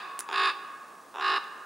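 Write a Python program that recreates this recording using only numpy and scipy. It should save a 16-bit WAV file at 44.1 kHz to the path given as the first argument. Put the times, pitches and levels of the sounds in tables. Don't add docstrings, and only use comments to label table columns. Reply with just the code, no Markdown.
import sys
import numpy as np
from scipy import signal
from scipy.fft import rfft, irfft, next_fast_len
from scipy.io import wavfile
from scipy.ndimage import uniform_filter1d

SR = 44100
rng = np.random.default_rng(int(sys.argv[2]) if len(sys.argv) > 2 else 0)


def invert_db(x):
    u = np.asarray(x, float) / 20
    return 10 ** u


def file_out(sig):
    cols = np.atleast_2d(sig).T
    lim = np.clip(cols, -1, 1)
    pcm = np.round(lim * 32767).astype(np.int16)
    wavfile.write(sys.argv[1], SR, pcm)


N = 72765
AHEAD = SR

ECHO_DB = [
    -1,
    -1.5,
    0,
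]


def crow():
    # time in seconds, effort in dB, beak opening from 0 to 1.
    gestures = [
        [(.274, -50, 0), (.29, -18, 0.39), (.303, -27.5, 0), (.328, -16, 0.42), (.358, -16.5, 0.99),
         (.41, -13, 0.74), (.48, -15.5, 0.95), (.503, -18, 0.92), (.522, -29, 1)],
        [(1.137, -34, 0.04), (1.158, -24, 0.04), (1.2, -20, 0), (1.216, -17.5, 0.7), (1.276, -14.5, 0.99),
         (1.34, -15.5, 0.7), (1.37, -14.5, 1), (1.379, -17, 0.8), (1.388, -48, 1)],
    ]
    # time in seconds, pitch in Hz, rattle depth in dB.
    membranes = [
        [(.274, 365, 24), (.31, 376, 18), (.34, 388, 10), (.38, 390, 7), (.43, 387, 6), (.478, 384, 5),
         (.498, 345, 2), (.515, 310, 2)],
        [(1.137, 352, 24), (1.19, 365, 16), (1.205, 372, 13), (1.22, 384, 8), (1.27, 383, 5.5), (1.3, 385, 4.5),
         (1.365, 381, 4.5), (1.378, 310, 2)],
    ]
    # time in seconds, rattle beats so far (a count).
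    rattles = [
        [(.27, -1), (.2795, 0), (.289, 1), (.313, 3), (.3285, 4), (.342, 5), (.36, 6), (.398, 8), (.538, 15)],
        [(1.1345, -1), (1.1495, 1), (1.1588, 2), (1.1704, 3), (1.1841, 4), (1.211, 6), (1.2267, 7), (1.2625, 9),
         (1.401, 16)],
    ]
    shines = [
        0.5,
        -2,
    ]
    stretches = [
        1,
        1.05,
    ]
    calls = list(zip(gestures, membranes, rattles, shines, stretches))
    tracks = np.zeros((len(ECHO_DB), N + AHEAD))
    earlier_s, earlier_db = -.57, 1
    add(tracks[0], gestures[0][0][0] + earlier_s, invert_db(earlier_db) * caw(*calls[0]))
    for track, call in zip(tracks[1:], calls):
        add(track, call[0][0][0], caw(*call))
    return tracks


def caw(gesture, membrane, rattle, shine_db, stretch):
    s, *columns = np.transpose(gesture)
    t = s[0] + np.arange(SR // 2) / SR
    effort_db, beak = [np.interp(t, s, c) for c in columns]
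    when, *columns = np.transpose(membrane)
    hz, depth_db = [np.interp(t, when, c) for c in columns]
    beat = np.interp(t, *np.transpose(rattle))
    phase = membrane_phase(t, hz, depth_db, beat)
    at, size_db = slap_train(phase, depth_db, beat)
    return throat(at, size_db, effort_db, beak.clip(0, 1), t < s[-1], shine_db, stretch)


def membrane_phase(t, hz, depth_db, beat):
    swing, swing_skew, fastest_at = .102, .03, .25
    lock_db = 9
    turn = 2 * np.pi * (beat - fastest_at)
    phase = np.cumsum(hz * (1 + swing * np.cos(turn) + swing_skew * np.cos(2 * turn))) / SR
    on = np.flatnonzero(np.diff(np.floor(beat)))
    locked = depth_db[on] > lock_db
    miss = (np.round(phase[on]) - phase[on]) * locked
    shift = np.where(locked, miss, miss[miss != 0][-1])
    return np.maximum.accumulate(phase + np.interp(t, t[on], shift))


def slap_train(phase, depth_db, beat):
    jitter, scatter_db = .006, 1.3
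    ramp_power, fall = 2.4, .3
    chance = rng.standard_normal((300, 2))
    n = np.arange(len(phase))
    k = np.arange(1, min(phase[-1], len(chance)))
    at = np.interp(k + jitter * chance[:len(k), 0], phase, n)
    place = (np.interp(at, n, beat) - .05) % 1
    ramp = np.maximum(place ** ramp_power, 1 - np.sqrt(place / fall))
    size_db = np.interp(at, n, depth_db) * (ramp - 1) + scatter_db * chance[:len(k), 1]
    return at, size_db


def throat(at, size_db, effort_db, beak, sounding, shine_db, stretch):
    # centre in Hz, width in Hz, level in dB.
    shut_peaks = [(380, 270, -10.5), (922, 233, 6.5), (1540, 576, -4.5), (2514, 990, -6),
                  (3405, 1500, -8.5), (5040, 1200, -24), (6870, 310, -17)]
    # centre in Hz, width in Hz, level in dB.
    open_peaks = [(421, 280, -15.5), (870, 480, -9), (1129.7, 103.7, 8.5), (1215, 102, 6.5), (1675, 153, 1),
                  (2662, 420, -4.5), (3636, 1310, -7), (4850, 2940, -14.5), (7000, 390, -34),
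                  (10100, 2700, -21.5)]
    cut_hz, cut_power = 1300, .35
    steep_hz, sharpest_q = 2000, 6.5
    glow = .2
    breathy = .28
    taps = at.astype(int)[:, None] + np.arange(-8, 9)
    kernel = np.sinc(taps - at[:, None]) * np.hanning(taps.shape[1] + 2)[1:-1]
    length = len(beak)
    hiss = rng.standard_normal(length)
    voice = 0
    for peaks, share in ((shut_peaks, 1 - beak), (open_peaks, beak)):
        bright_db = shine_db + glow * share * beak * (effort_db - effort_db.max())
        for order, (centre, width, db) in enumerate(peaks):
            size = invert_db(size_db * (centre / cut_hz) ** cut_power)
            pulses = (size[:, None] * kernel).ravel()
            slaps = np.bincount(taps.ravel().clip(0), pulses, length + 9)[:length]
            puffs = breathy * np.sqrt(abs(uniform_filter1d(slaps ** 2, 40, origin=19))) * hiss
            octaves = max(np.log2(centre / cut_hz), 0)
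            source = (slaps + puffs) * share * invert_db(effort_db + db + bright_db * octaves) * sounding
            if centre > steep_hz:
                narrow = min(width, centre / sharpest_q)
                ringing = filtered(source, lambda f: band(f, centre * stretch, narrow) ** 2)
            else:
                ringing = filtered(source, lambda f: band(f, centre, width))
            voice = voice + (-1) ** order * ringing
    return 20 * neck(voice)


def neck(x):
    low_hz, dull_hz = 313, 7220

    def response(f):
        valley = 1 - 0.59 * band(f, 659, 458)
        low_cut = band(f, low_hz, low_hz) * 1j * f / low_hz
        dull_top = band(f, dull_hz, dull_hz) * dull_hz / (1j * f + 1)
        return valley * (low_cut * dull_top) ** 2

    return filtered(x, response)


def forest(x, echo_db):
    # frequency in Hz, 60 dB decay time in seconds.
    far_decay = [(300, 1.56), (1100, 2.31), (2000, 1.55), (3500, 0.95), (7000, 0.87), (12000, 0.68)]
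    far_db, wide_db = -16.5, -11
    near_db, near_t60_s = -12, .15
    hz, t, z = signal.stft(rng.standard_normal((2, 2 * SR)), SR, nperseg=256)
    far = invert_db(-60 * t / along(far_decay, hz)[:, None]) * (1 - np.exp(-t / 0.051))
    near = invert_db(-60 * t / near_t60_s)
    out = 0
    for shape, db in ((far, far_db + echo_db), (near, near_db)):
        tail = signal.istft(z * shape, SR, nperseg=256)[1]
        out = out + invert_db(db) * tail / np.linalg.norm(tail[0])
    delayed = np.pad(x, (200, 0))
    mid, side = signal.fftconvolve(delayed[None], out, axes=1)[:, :len(x)]
    return np.array([mid + invert_db(wide_db) * side, mid - invert_db(wide_db) * side])


def camera():
    # start in seconds, peak level in dB, ring frequency in Hz, 60 dB decay time in seconds.
    tick_rows = [(.1916, -14, 8800, .0035), (.1969, -19, 9900, .003), (.2014, -19, 10000, .003),
                 (.205, -19, 10600, .003), (.2058, -24, 7000, .004), (.2064, -23, 10500, .004),
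                 (.2068, -27, 1300, .01), (1.374, -43, 9500, .01), (1.4415, -38, 3500, .006),
                 (.323, -40, 9800, .005), (.33, -39, 9600, .005), (.72, -47, 9500, .005)]
    # frequency in Hz, level in dB.
    shell_spectrum = [(2000, -32), (7000, -14), (8500, -17), (10500, -18), (12500, -30)]
    crack, low_hz = .55, 400
    shell_db, shell_t60_s, pan_db = -19, .14, -2.5
    track = np.zeros(N + AHEAD)
    t = np.arange(SR // 20) / SR
    for s, db, hz, t60 in tick_rows:
        ring = np.sin(2 * np.pi * hz * t) + crack * rng.standard_normal(len(t))
        add(track, s, invert_db(db - 60 * t / t60) * (1 - np.exp(-t / .0001)) * ring)
    track = filtered(track, lambda f: (1j * f / (low_hz + 1j * f)) ** 2 / (1 + (f / 14000) ** 4))
    t = np.arange(SR // 4) / SR
    tail = filtered(rng.standard_normal((2, len(t))), lambda f: invert_db(along(shell_spectrum, f)))
    tail = tail * invert_db(-60 * t / shell_t60_s)
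    tail[1] = 1.7 * tail[0] + .3 * tail[1]
    rustle = signal.fftconvolve(track[None], tail / np.linalg.norm(tail[0]), axes=1)[:, :len(track)]
    return (track + invert_db(shell_db) * rustle) * invert_db([[pan_db / 2], [-pan_db / 2]])


def air():
    # frequency in Hz, level in dB per Hz.
    air_spectrum = [(24, -75), (60, -36), (200, -13.5), (400, -10.5), (900, -9.5), (2500, -24.5),
                    (9500, -27), (16000, -38.5)]
    # frequency in Hz, rms level in dB.
    whine_tones = [
        (15625, -79),
    ]
    air_db, wide_db = -55, -15.5
    z = signal.stft(rng.standard_normal((2, N + 512)), nperseg=512)[2]
    patches = uniform_filter1d(uniform_filter1d(rng.standard_normal(z.shape[1:]), 6, 0), 10, 1)
    pair = signal.istft(z * invert_db(0.5 * unit(patches)), nperseg=512)[1][:, :N]
    mid, side = unit(filtered(pair, lambda f: invert_db(along(air_spectrum, f))))
    hz, db = whine_tones[0]
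    whine = np.sqrt(2) * invert_db(db) * np.sin(2 * np.pi * hz * np.arange(N) / SR)
    return invert_db(air_db) * np.array([mid + invert_db(wide_db) * side, mid - invert_db(wide_db) * side]) + whine


def band(f, hz, width):
    return 1j * f * width / (hz * hz - f * f + 1j * f * width)


def filtered(x, response):
    m = next_fast_len(x.shape[-1] + SR // 4)
    return irfft(rfft(x, m) * response(np.fft.rfftfreq(m, 1 / SR)), m)[..., :x.shape[-1]]


def along(points, hz):
    f, v = np.transpose(points)
    return np.interp(np.log(hz + 1), np.log(f + 1), v)


def unit(x):
    return x / np.sqrt(np.mean(x ** 2) + 1e-20)


def add(track, s, sound):
    part = track[round(s * SR) + AHEAD:][:len(sound)]
    part += sound[:len(part)]


def scene():
    pan_db = -1.43
    wood = sum(track + forest(track, db) for track, db in zip(crow(), ECHO_DB))
    near = wood * invert_db([[pan_db / 2], [-pan_db / 2]]) + camera()
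    return near[:, AHEAD:] + air()


def band_limit(x):
    return signal.sosfilt(signal.butter(12, 16630, fs=SR, output="sos"), x)


def record(dry):
    top_hz = 16300
    mix = filtered(dry, lambda f: f < top_hz)
    return band_limit(mix)


dry = scene()
out = record(dry)
file_out(out)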